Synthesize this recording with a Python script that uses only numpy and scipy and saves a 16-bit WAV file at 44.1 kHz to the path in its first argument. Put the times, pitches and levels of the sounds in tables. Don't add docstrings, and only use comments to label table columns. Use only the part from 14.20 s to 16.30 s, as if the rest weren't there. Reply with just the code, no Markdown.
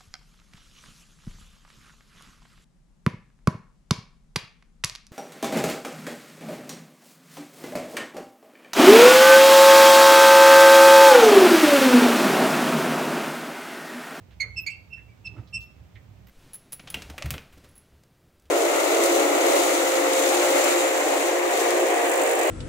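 import sys
import numpy as np
from scipy import signal
from scipy.fft import rfft, irfft
from scipy.io import wavfile

SR = 44100
rng = np.random.default_rng(int(sys.argv[2]) if len(sys.argv) > 2 else 0)


def unload_audio(sound):
    columns = np.transpose(np.atleast_2d(sound))
    steps = np.round(np.clip(columns, -1, 1) * 32767)
    wavfile.write(sys.argv[1], SR, steps.astype(np.int16))


N = 92610
T = np.arange(N) / SR
JITTER_HZ = 138.3
# frequency_hz, level_db
RASP_SPECTRUM = [(500, -22), (1400, -12.5), (2300, 9), (3200, 0), (4400, -1), (8500, 1.5), (11000, -11),
                 (14500, -7)]


def from_db(db):
    return 10 ** (np.asarray(db) / 20)


def unit_rms(x):
    return x / np.sqrt(np.mean(x ** 2) + 1e-20)


def drift(rate_hz):
    pole = np.exp(-2 * np.pi * rate_hz / SR)
    return unit_rms(signal.lfilter([1], [1, -2 * pole, pole * pole], rng.standard_normal(N)))


def noise(spectrum):
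    hz, db = np.transpose(spectrum)
    f = np.maximum(np.fft.rfftfreq(N, 1 / SR), 1)
    colour = from_db(np.interp(np.log(f), np.log(hz), db))
    roll_off = np.minimum(f / hz[0], 1) ** 2 * np.minimum(hz[-1] / f, 1) ** 2
    return unit_rms(irfft(rfft(rng.standard_normal(N)) * colour * roll_off, N))


def wide_noise(spectrum, shared):
    common = np.sqrt(shared) * noise(spectrum)
    return common + np.sqrt(1 - shared) * np.array([noise(spectrum), noise(spectrum)])


def pan(db):
    return from_db(np.array([[db / 2], [-db / 2]]))


def arch(start, length):
    return np.sin(np.pi * np.clip((T - start) / length, 0, 1))


def swell(peak_s, rise_s, fall_s):
    return np.exp(-np.maximum((peak_s - T) / rise_s, (T - peak_s) / fall_s))


def snap(start, fall_s):
    return (T >= start) * np.exp(-np.abs(T - start) / fall_s)


def delayed(x, delay_s):
    return np.interp(T - delay_s, T, x, left=0)


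def rumble():
    # frequency_hz, level_db
    spectrum = [(25, -42), (42, -28), (63, 5), (80, -6), (103, 3.5), (135, -7), (160, -11), (185, -7.5),
                (230, -44), (400, -46.5)]
    # time_s, level_db
    levels = [(0, -53.5), (.15, -50.5), (.3, -43.5), (.42, -47.5), (.48, -56), (.58, -51), (1.0, -55),
              (1.12, -44.5), (1.3, -52.5), (1.38, -45), (1.46, -56.5), (1.6, -51), (2.1, -51.5)]
    return from_db(np.interp(T, *np.transpose(levels))) * wide_noise(spectrum, shared=0.94)


def open_air():
    # frequency_hz, level_db
    spectrum = [(120, 2), (250, -2.5), (400, -8), (750, -11), (1100, -15.5), (1650, -18.5), (2400, -18),
                (4400, -25.5), (8000, -27.5), (10500, -28), (13000, -27.5), (15800, -31)]
    return from_db(-58) * wide_noise(spectrum, shared=0.19)


def rope_rustles():
    # start_s, length_s, centre_hz, level_db, half_width_share
    bursts = [(0.106, 0.045, 2540, -61.5, 0.48), (0.231, 0.067, 1400, -59, 0.26),
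              (0.236, 0.081, 505, -60, 0.18), (0.773, 0.05, 1900, -61.5, 0.18),
              (1.065, 0.02, 4300, -53.5, 0.16), (1.165, 0.011, 1310, -50, 0.16),
              (1.18, 0.029, 1350, -58, 0.17), (1.272, 0.032, 4200, -62, .22),
              (1.403, 0.044, 5800, -58, .45), (1.751, 0.031, 3200, -59.5, 0.17),
              (1.755, 0.036, 2010, -55, 0.11)]
    out, rise_s = np.zeros(N), 0.0035
    for start, length, hz, db, width in bursts:
        t = T - start
        band = signal.butter(2, [hz * (1 - width), hz * (1 + width)], "band", fs=SR, output="sos")
        envelope = np.clip(t / rise_s, 0, 1) * np.sqrt(np.clip(1 - t / length, 0, 1))
        out += from_db(db) * envelope * unit_rms(signal.sosfilt(band, rng.standard_normal(N)))
    return out


def sheave_squeaks():
    # start_s, attack_s, hold_s, pitch_hz, glide_hz_per_s, level_db,
    # second_harmonic_db, third_harmonic_db, pitch_roughness_share, pan_db
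    slips = [(.199, 0.0076, 0.024, 2206, -1400, -24, -3.5, -12.5, .017, -9),
             (.359, .02, 0.023, 2651, -500, -30, -3.5, -17.5, 0.0087, -7.5),
             (0.4623, 0.0045, 0.022, 2238, 2200, -28, -4, -11, 0.023, -8.5),
             (.498, 0.004, 0.046, 2694, -4, -42, -17, -15.5, 0.01586, -10),
             (0.699, 0.014, 0.011, 2690, -24.5, -51, -21, -41, .004, -9.5),
             (.722, 0.014, 0.0089, 2700, -600, -33.5, -18, -39, 0.0063, -8.5),
             (.754, 0.0073, 0.031, 2693, -15, -47, -18.5, -45, 0.01165, -9),
             (0.878, 0.017, 0.029, 2327, -5.5, -61, -18, -27, .012, -6.5),
             (1.044, .013, .022, 2675, -700, -36, -6, -20.5, 0.0098, -7),
             (1.326, 0.023, 0.027, 2664, 900.5, -28.5, -4, -11.5, 0.0054, -5.5)]
    # pitch_multiple, level_against_third_db
    upper_harmonics = [(4, -12.5), (5, -21), (6, -18), (7, -24)]
    ring_t60_s, overtone_t60_s, mode_t60_s = 0.057, 0.034, 0.064
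    mode_below_hz, full_roughness = 64.9, 0.02
    out, rasp = np.zeros((2, N)), from_db(-30.5) * noise(RASP_SPECTRUM)
    for start, attack, hold, hz, glide, db, second_db, third_db, roughness, pan_db in slips:
        t = T - start
        ragged = np.sqrt(roughness / full_roughness)
        rise = np.clip(t / attack, 0, 1)
        since_slip = np.maximum(t - attack - hold, 0)
        ring = rise * from_db(-60 * since_slip / ring_t60_s)
        since_mid_hold = np.maximum(t - attack - 0.49 * hold, 0)
        overtones = rise ** 1.9 * from_db(-60 * since_mid_hold / overtone_t60_s)
        mode = np.clip(t / (attack + hold), 0, 1) ** 2 * from_db(-4 - 60 * since_slip / mode_t60_s)
        bend = 0.05 * ragged * np.exp(-np.abs(t) / 0.003)
        gliding_hz = hz + glide * np.clip(t, 0, attack + hold)
        pitch = gliding_hz * (1 + bend + roughness * drift(JITTER_HZ))
        phase = 2 * np.pi * np.cumsum(pitch) / SR
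        partials = [(1, 0), (2, second_db), (3, third_db)]
        partials += [(k, third_db + offset_db) for k, offset_db in upper_harmonics]
        tone = ring * ragged * rasp + mode * np.sin(2 * np.pi * (hz - mode_below_hz) * t)
        for k, partial_db in partials:
            chatter = from_db(-12.5) * ragged * (drift(rate_hz=131) + 1j * drift(rate_hz=131))
            partial = np.imag((1 + chatter) * np.exp(1j * k * phase))
            tone += (ring if k == 1 else overtones) * from_db(partial_db) * partial
        out += pan(pan_db) * from_db(db) * tone
    return out


def sheave_bites():
    # start_s, relative_level_db
    bites = [(0.2, -4), (0.4642, 1), (.504, -3.5)]
    envelope = sum(from_db(db - 46.5) * snap(start, fall_s=0.0075) for start, db in bites)
    return envelope * noise(RASP_SPECTRUM)


def lift_frame():
    # peak_s, pitch_hz, level_db
    bumps = [(0.346, 63, -38.5), (0.59, 87.4, -43), (1.203, 108.5, -28.5), (1.364, 112.5, -37),
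             (1.608, 70, -41), (1.769, 59.2, -48.5)]
    # frequency_hz, level_db
    spectrum = [(60, -27), (130, -10), (290, 6.5), (450, -5.5), (900, -9.5), (1350, -29), (2000, -19.5),
                (5000, -33)]
    thuds = np.zeros(N)
    for peak_s, hz, db in bumps:
        envelope = from_db(db) * swell(peak_s, rise_s=0.02, fall_s=0.01)
        thuds += envelope * np.sin(2 * np.pi * hz * (T - peak_s))
    singing = from_db(-70.5) * arch(start=0.99, length=0.67) * np.sin(2 * np.pi * 1215 * T)
    scrunch = from_db(-48) * swell(peak_s=1.191, rise_s=0.043, fall_s=0.03) * noise(spectrum)
    return thuds + singing + scrunch


def metal_whistles():
    # start_s, length_s, pitch_hz, glide_hz_per_s, level_db
    tones = [(0.398, 0.05, 14440, -12000, -49), (1.384, 0.09, 13260, -900, -61.5)]
    out = np.zeros(N)
    for start, length, hz, glide, db in tones:
        pitch = (hz + glide * np.clip(T - start, 0, length)) * (1 + 0.0038 * drift(JITTER_HZ))
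        out += from_db(db) * arch(start, length) * np.sin(2 * np.pi * np.cumsum(pitch) / SR)
    return out


def ticks():
    # start_s, level_db
    onsets = [(2.07, -49), (2.084, -53), (2.095, -57)]
    # frequency_hz, level_db
    spectrum = [(900, -8), (1900, 3.5), (4000, -6), (9000, -11.5), (12000, 3), (15500, -4.5)]
    return noise(spectrum) * sum(from_db(db) * snap(start, fall_s=0.0068) for start, db in onsets)


def reflected(x):
    # delay_s, level_db
    echoes = [(.0047, -14.5), (0.0122, -14)]
    return x + sum(from_db(db) * delayed(x, delay_s) for delay_s, db in echoes)


def scatter(x, t60_s, cut_hz):
    tail = rng.standard_normal((2, N)) * from_db(-60 * T / t60_s) * (1 - np.exp(-T / 0.0043))
    tail /= np.sqrt(np.sum(tail ** 2, axis=1, keepdims=True))
    dulled = signal.sosfilt(signal.butter(2, cut_hz, fs=SR, output="sos"), x)
    return signal.fftconvolve(dulled[None], tail, axes=1)[:, :N]


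def scene():
    blocks = sheave_squeaks() + pan(-8) * (sheave_bites() + metal_whistles() + rope_rustles())
    left, right = [reflected(side) for side in blocks]
    early = np.array([left, delayed(right, delay_s=5e-6)])
    mono = blocks.mean(axis=0)
    near = from_db(-10.5) * scatter(mono, t60_s=0.12, cut_hz=15000)
    trees = from_db(-9) * scatter(mono, t60_s=0.41, cut_hz=4320)
    low, air = rumble(), open_air()
    return early + pan(-4) * (air + near + trees + ticks()) + pan(-6) * (low + lift_frame())


def record(dry):
    dip_hz, dip_db, cutoff_hz = 10770, -13, 15900
    band = signal.lfilter(*signal.iirpeak(dip_hz, Q=1.77, fs=SR), dry)
    dipped = dry + (from_db(dip_db) - 1) * band
    return signal.sosfilt(signal.ellip(12, 0.1, 70, cutoff_hz, fs=SR, output="sos"), dipped)


dry = scene()
out = record(dry)
unload_audio(out)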